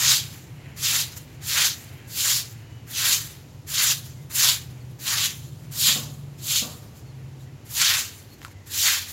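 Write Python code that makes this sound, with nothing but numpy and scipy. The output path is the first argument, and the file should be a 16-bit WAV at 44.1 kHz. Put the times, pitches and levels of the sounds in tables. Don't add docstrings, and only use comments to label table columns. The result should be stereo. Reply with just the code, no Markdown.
import sys
import numpy as np
from scipy import signal
from scipy.fft import rfft, irfft, next_fast_len
from scipy.io import wavfile
from scipy.ndimage import uniform_filter1d, map_coordinates

SR = 44100
rng = np.random.default_rng(int(sys.argv[2]) if len(sys.argv) > 2 else 0)


def generate_wav(signal):
    frames = np.transpose(np.atleast_2d(signal))
    scaled = np.clip(frames, -1, 1) * 32767
    pcm = np.round(scaled).astype(np.int16)
    wavfile.write(sys.argv[1], SR, pcm)


def volts_from_db(level):
    exponent = np.asarray(level, float) / 20
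    return 10 ** exponent


N = 402190

# (frequency [Hz], density [dB per Hz])
MURMUR = [(120, -32), (200, -2), (300, -2.5), (600, -10.5), (900, -11.5), (1400, -20), (2500, -54)]
# (frequency [Hz], density [dB per Hz])
AIR = [(500, -30), (1400, 10), (4500, 7), (7300, 7), (8700, -15), (12000, -51), (15300, -33), (15700, -52)]
# (frequency [Hz], density [dB per Hz])
DEEP = [(15, -70), (25, -17), (43, -16), (64, -3), (95, 4), (115, -3), (170, -67)]
# (frequency [Hz], density [dB per Hz])
UPPER = [(70, -35), (100, 2.5), (130, 6), (155, 3), (185, -10.5), (400, -36), (900, -39.5)]
# (frequency [Hz], density [dB per Hz])
TYRES = [(410, -34), (700, -9), (1270, -4), (2400, -10.5), (3350, -10), (4500, -22), (5850, -51),
         (9900, -120)]
# (frequency [Hz], coherence [clipped to -1 to 1 once interpolated])
ALIKE = [(60, 0.99), (130, 0.95), (290, 0.75), (640, 0.97), (1410, -5.2), (3100, 0.59), (6820, 0.63),
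         (15000, 0.97)]
# (time [s], level [dB])
TRAFFIC = [(0, 6.5), (.45, 3.5), (2.3, 0), (3.3, -0.5), (4.05, 0), (5.7, 5), (7.4, 1), (8.4, -5),
           (9.12, -10)]
# (time [s], level [dB])
PASSING = [(0, -47), (.6, -50.5), (2, -53), (3.3, -56), (8.6, -61), (9.12, -60)]
# (time [s], frequency [Hz], level [dB])
ENGINES = [
    [(2.2, 115.1, -44), (2.6, 114.1, -41), (3.05, 114.3, -42.5), (3.3, 110, -41)],
    [(3.4, 139.4, -43.5), (4.2, 146.8, -41), (4.8, 135, -61)],
    [(3.8, 121.4, -43), (4.3, 127, -39.5), (4.7, 124.7, -35.5), (5.15, 126, -44)],
    [(5.2, 147, -44), (5.8, 147.5, -40), (6.2, 142.7, -34), (6.7, 139, -49)],
    [(7.0, 131, -37), (7.35, 135, -37), (7.75, 125, -52)],
    [(7.8, 103, -38), (8.2, 100.3, -58), (8.9, 93.2, -41)],
]
# (time [s], frequency [Hz], level [dB], half length [s], tremble [share of pitch])
CHIPS = [(7.09, 4300, -61, .04, .035), (7.41, 3900, -54, .008, .03), (8.33, 4300, -52, .022, .02),
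         (4.82, 4400, -58, .012, .03), (2.08, 1640, -58, .07, .005), (1.8, 1870, -57, .05, .005),
         (8.59, 2020, -58, .08, .045), (8.71, 1800, -54, .04, .04), (0.62, 2050, -61, .07, .04),
         (4.2, 2100, -57, .03, .03), (7.48, 1950, -59, .015, .03), (2.75, 2950, -60, .1, .01)]
# (frequency [Hz], decay time t60 [s])
REVERB = [(200, 0.44), (2000, 0.29), (12000, 0.16)]
# (time [s], level [dB], decay time t60 [s])
BUMPS = [
    (5.886, -35, .2),
    (5.956, -32, 0.57),
    (6.618, -35.5, 0.73),
]
# (frequency [Hz], width [Hz], level [dB])
TUB = [(210, 10.4, 3.5), (290, 30, -8), (333, 27, -14), (483, 14, -6.5), (603, 37, -11), (743, 22, -8),
       (860, 45, -13), (1130, 140, -10.5), (1450, 220, -14.5)]
# (time [s], cavity level [dB], cavity [Hz], cavity decay time t60 [s], crack re cavity
# before a shared 10 dB boost [dB])
SLAPS = [
    (0.6593, -39, 2030, 0.025, -16.5),
    (8.4173, -43, 1810, 0.022, 0),
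    (8.43, -46, 2050, 0.039, 2),
    (8.449, -25, 1360, 0.013, -11),
    (8.456, -37, 1350, 0.031, -13),
    (8.4646, -40, 1060, 0.028, -7),
    (8.482, -42, 935, 0.023, -3),
    (8.5133, -42, 2130, 0.013, -9),
]
# (frequency [Hz], density [dB per Hz])
CRACK = [(1000, -3), (3500, 1), (7300, -8), (9000, -17), (16000, -13)]
# (frequency [Hz], density [dB per Hz])
SWISH = [(240, -72), (400, -43), (600, -29.5), (850, -25), (1300, -14.5), (2200, -5), (3700, -1),
         (5500, -3.5), (7250, -0.5), (7800, -6.5), (8500, -13.5), (11500, -10.5), (14500, -11.5),
         (16000, -14.5)]
# (touch [s], pressing down [s], full contact [s], scraping at its start [dB], at the lift [dB])
STROKES = [(-0.1, 0.17, 0.091, -16.5, -18.5), (0.757, 0.11, 0.14, -23.5, -22.5),
           (1.401, .11, .16, -25, -19.5), (2.066, 0.15, 0.15, -22, -20.5),
           (2.861, 0.11, 0.16, -28.5, -19.5), (3.661, 0.11, 0.15, -22, -20.5),
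           (4.291, 0.11, .12, -18.5, -21.5), (4.981, 0.1, 0.18, -25, -23.5), (5.707, 0.14, 0.059, -17, -20),
           (6.374, 0.13, 0.091, -24, -22.5), (7.64, 0.16, 0.19, -20.5, -24), (8.655, 0.16, 0.14, -20, -23)]
# (touch level [dB], fading at the lift [dB per s], right microphone late at the start
# [samples], at the end [samples], extra spray [dB])
PATHS = [(-33.5, 272, 4, 11.7, -4), (-47, 319, -1.5, 11.2, 0.3), (-51.5, 330, -1.5, 8.2, -0.9),
         (-54.5, 279, 1, 10, 0.2), (-50.5, 250, -3, 7.3, 0.2), (-44.5, 380, -1.5, 9.8, -1.4),
         (-42.5, 290, 4, 13, 0), (-49.5, 286, 2.5, 14.7, -.5), (-45, 173, 10, 12.3, -1),
         (-54.5, 248, 11.5, 12.8, -2), (-59.5, 250, -3.5, 6.2, -2.5), (-51, 176, 0, 2.6, -0.2)]
# (slosh at full contact [dB], wave crest after the touch [s], crest level [dB],
# patter at the lift [dB], patter dying [dB per s])
WATER = [(-27, 0.22, -28, -34.5, 80), (-40, 0.2, -30.5, -38.5, 81), (-37.5, 0.19, -25.5, -37, 78),
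         (-37, 0.23, -30, -39, 103), (-41.5, 0.18, -29, -27.5, 107), (-34, 0.14, -29.5, -40, 73),
         (-32.5, .15, -25, -37.5, 118), (-36.5, 0.15, -27, -39.5, 75), (-35, .19, -25, -27, 125),
         (-39, 0.17, -35, -35, 100), (-30.5, 0.28, -27, -35.5, 87), (-39, 0.21, -25.5, -46, 51)]
# (time [s], level [dB], half length [s])
FLICKS = [(1.176, -38, 0.0075), (4.064, -45, 0.0093), (5.645, -56.5, 0.011), (6.983, -55, 0.026),
          (7.428, -60, .02), (2.51, -48, 0.014), (3.317, -54, 0.011), (7.79, -34.5, 0.012),
          (8.192, -52, 0.011), (8.335, -55, .012), (8.39, -57, .008), (8.45, -52, 0.027),
          (8.517, -58, .015), (9.103, -40.5, 0.027)]


def unit(x):
    return x / np.sqrt(np.mean(x ** 2) + 1e-20)


def along(points, hz):
    f, v = np.transpose(points)
    return np.interp(np.log(hz + 1), np.log(f + 1), v)


def curves(rows):
    s, *columns = np.transpose(rows)
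    return [np.interp(np.arange(N) / SR, s, column) for column in columns]


def wobble(rate):
    knots = rng.standard_normal(int(N * rate / SR) + 4)
    return map_coordinates(knots, [np.arange(N) * rate / SR])


def below(hz, edge_hz):
    return 1 / np.sqrt(1 + (hz / edge_hz) ** 8)


def rush(spectrum, alike, late=0):
    m = next_fast_len(N)
    hz = np.fft.rfftfreq(m, 1 / SR)
    a, b = rfft(rng.standard_normal((2, m))) * volts_from_db(along(spectrum, hz))
    turn = np.arccos(np.clip(along(alike, hz), -1, 1)) / 2
    mid, side = a * np.cos(turn), b * np.sin(turn)
    right = (mid - side) * np.exp(-2j * np.pi * hz * late / SR)
    return unit(irfft([mid + side, right], m)[:, :N])


def open_air():
    return volts_from_db(-58.5) * rush(AIR, [(1000, 0)])


def town():
    near_db = curves(TRAFFIC)[0]
    return volts_from_db(-52 + 0.13 * near_db) * rush(MURMUR, [(200, 0.95), (400, 0.72), (800, 0.033)])


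def engines():
    notes, t = np.zeros(N), np.arange(N) / SR
    for rows in ENGINES:
        hz, db = curves(rows)
        fade = np.clip(np.minimum(t - rows[0][0], rows[-1][0] - t) / 0.069, 0, 1)
        level = volts_from_db(db - 2.0 + 0.34 * wobble(8))
        phase = 2 * np.pi * np.cumsum(hz + 0.72 * wobble(5)) / SR
        notes += fade * level * np.sin(phase)
    return notes


def traffic():
    near_db, tyre_db = curves(TRAFFIC) + curves(PASSING)
    deep = volts_from_db(-49 + 0.11 * near_db) * rush(DEEP, ALIKE, late=3.9)
    upper = volts_from_db(-45.5 + near_db) * rush(UPPER, ALIKE, late=4.0)
    tyres = volts_from_db(tyre_db + 3.5 * wobble(6.9)) * rush(TYRES, [(1000, 0.9)], late=18.3)
    return (engines() + deep + upper) * volts_from_db([[.8], [-.8]]) + tyres


def birds():
    t = np.arange(N) / SR
    tremble = np.cumsum(wobble(200)) / SR
    notes = np.zeros(N)
    for s, hz, db, half, share in CHIPS:
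        envelope = volts_from_db(db) * np.exp(-((t - s) / half) ** 2)
        notes += envelope * np.sin(2 * np.pi * hz * (t + share * tremble))
    return notes


def yard(x):
    hz, t, z = signal.stft(rng.standard_normal((2, SR // 3)), SR, nperseg=256)
    decay = volts_from_db(-60 * t / along(REVERB, hz)[:, None])
    tail = signal.istft(z * decay, SR, nperseg=256)[1]
    return signal.fftconvolve(x, tail / np.linalg.norm(tail[0]), axes=1)[:, :N]


def tub_bumps():
    drum, t = np.zeros(N + SR), np.arange(SR // 2) / SR
    f = np.fft.rfftfreq(len(t), 1 / SR)
    tub = 0
    for k, (centre, width, db) in enumerate(TUB):
        mode = 1j * f * width / (centre * centre - f * f + 1j * f * width)
        tub = tub + (-1) ** k * volts_from_db(db) * mode
    for s, db, t60 in BUMPS:
        ring = unit(irfft(rfft(rng.standard_normal(len(t))) * tub, len(t)))
        attack = (1 - np.exp(-t / 0.0015)) * (1 + 0.51 * volts_from_db(-60 * t / 0.023))
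        drum[round(s * SR):][:len(t)] += volts_from_db(db - 60 * t / t60) * ring * attack
    return np.array([drum[12:N + 12], drum[:N]])


def slaps():
    slap, t = np.zeros(N + SR), np.arange(SR // 2) / SR
    f = np.fft.rfftfreq(len(t), 1 / SR)
    for s, db, hz, t60, crack_db in SLAPS:
        noise = irfft(rfft(rng.standard_normal(len(t))) * volts_from_db(along(CRACK, f)), len(t))
        crack = volts_from_db(crack_db + 10 - 60 * t / 0.0032) * unit(noise)
        cavity = volts_from_db(-60 * t / t60) * np.sin(2 * np.pi * hz * t)
        slap[round(s * SR):][:len(t)] += volts_from_db(db) * (cavity + crack)
    return slap[:N]


def grains(level_db, late, low_hz, high_hz, count, width):
    fine = 4
    when, (size, sign, place) = rng.random(count), rng.standard_normal((3, count))
    at = (when * (N - 1)).astype(int)
    size = np.sign(sign) * volts_from_db(3 * np.clip(size, -2, 2))
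    lag = late[at] + width * place
    m = next_fast_len(N + 4096)
    hz = np.fft.rfftfreq(m, 1 / SR)
    gain = volts_from_db(along(SWISH, hz)) * np.sqrt(1 - below(hz, low_hz) ** 2) * below(hz, high_hz)
    gain = gain / np.sqrt(np.mean(gain ** 2) * np.mean(size ** 2) * count / N)
    pair = []
    for way in (-1, 1):
        slot = np.clip(fine * (when * N + way * lag / 2), 0, None).astype(int)
        pair.append(np.bincount(slot, size * volts_from_db(level_db[at]), fine * m))
    return irfft(rfft(pair)[:, :m // 2 + 1] * gain, m)[:, :N]


def contact(u, k, touch_db, full_s, full_db, lift_db, patter_db):
    (_, press, hold, *_), (_, fade, *_) = STROKES[k], PATHS[k]
    *_, usual_patter_db, dying = WATER[k]
    lift = press + hold
    held_db = np.interp(u, [0, *full_s, lift, lift + 1], [touch_db, *full_db, lift_db, lift_db - fade])
    held_db = held_db + 0.5 * np.sin(np.pi * np.clip((u - press) / hold, 0, 1))
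    after = np.clip(u - lift, 0, None)
    patter = volts_from_db(2 * (patter_db - dying * after))
    trickle = volts_from_db(2 * (patter_db - usual_patter_db - 63 - 10 * after))
    landing = np.clip(u / 0.018, 1e-4, 1) ** 2
    return landing * volts_from_db(2 * held_db) + (u > lift) * (patter + trickle)


def stroke(u, k):
    _, press, hold, start, end = STROKES[k]
    touch, *_, extra = PATHS[k]
    wave, crest_s, crest, patter, _ = WATER[k]
    crest_s = np.clip(crest_s, press + .01, press + hold - .01)
    wave_touch, wave_lift, wave_patter = touch - 1.5, crest - 5.5, patter - 7
    slosh = contact(u, k, wave_touch, [0.51 * press, press, crest_s], [wave_touch + 2, wave, crest],
                    wave_lift, wave_patter)
    pull = -0.39 * extra + 0.19 * (crest - (start + end) / 2 + 10.5)
    drag = contact(u, k, touch - 7.5, [press], [start - 3 + pull], end - 1.9 + pull, patter - 0.5)
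    scrape = contact(u, k, touch, [press], [start], end, patter)
    full = start - 3 + extra
    spray = contact(u, k, touch + 1, [0.74 * press, press], [full - 2.5, full], end - 2.5 + extra, patter + 1)
    deep, away = crest - 11, -11 - 0.5
    gurgle = contact(u, k, wave_touch + away, [press, crest_s], [wave + away, deep],
                     wave_lift + away, wave_patter + away)
    return [slosh, drag, scrape, spray, gurgle]


def patchy(x, patchy_db):
    z = signal.stft(x, nperseg=256)[2]
    field = uniform_filter1d(rng.standard_normal(z.shape[1:]), size=3, axis=0)
    field = unit(uniform_filter1d(field, size=7, axis=1))
    return signal.istft(z * unit(volts_from_db(patchy_db * field)), nperseg=256)[1][:, :N]


def crossing():
    start, press, hold = np.transpose(STROKES)[:3]
    first, last = np.transpose(PATHS)[2:4]
    moments = [start - .03, start + .05, start + press + hold + .04]
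    return np.interp(np.arange(N) / SR, np.ravel(moments, "F"), np.ravel([first, first, last], "F"))


def broom():
    t, power = np.arange(N) / SR, np.zeros((5, N))
    for k, (touch_s, *_) in enumerate(STROKES):
        power += stroke(t - touch_s, k)
    flick_db = np.array([[-8], [-4], [0], [1.5], [-15]])
    for s, db, half in FLICKS:
        power += volts_from_db(2 * db) * np.exp(-((t - s) / half) ** 2) * volts_from_db(2 * flick_db)
    shared_db = 1.2 * wobble(55)
    own_db = np.array([depth * wobble(25) for depth in (0.98, 1.46, 0.27, 1.4, 2.0)])
    slosh_db, drag_db, scrape_db, spray_db, gurgle_db = 10 * np.log10(power) + shared_db + own_db
    late = crossing()
    slosh = grains(slosh_db, late, 950, 1900, count=40000, width=3.7)
    slosh = slosh + grains(gurgle_db, late, 100, 1040, count=20000, width=8.7)
    drag = grains(drag_db, late, 2350, 5150, count=70000, width=3.5)
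    scrape = grains(scrape_db, late, 3900, 11600, count=100000, width=1.5)
    spray = grains(spray_db, late, 9130, 16800, count=160000, width=1.0)
    water = slosh * volts_from_db([[.45], [-.45]]) + spray * volts_from_db([[.9], [-.9]])
    return water + (drag + scrape) * volts_from_db([[.1], [-.1]])


def scene():
    near = patchy(broom(), patchy_db=1.39) + tub_bumps() + slaps() + birds()
    return near + volts_from_db(-12.5) * yard(near) + traffic() + town() + open_air()


def low_pass(x):
    return signal.sosfilt(signal.butter(12, 16510, fs=SR, output="sos"), x)


def record(dry):
    kept = irfft(rfft(dry) * (np.fft.rfftfreq(N, 1 / SR) < 15800), N)
    return low_pass(kept)


dry = scene()
out = record(dry)
generate_wav(out)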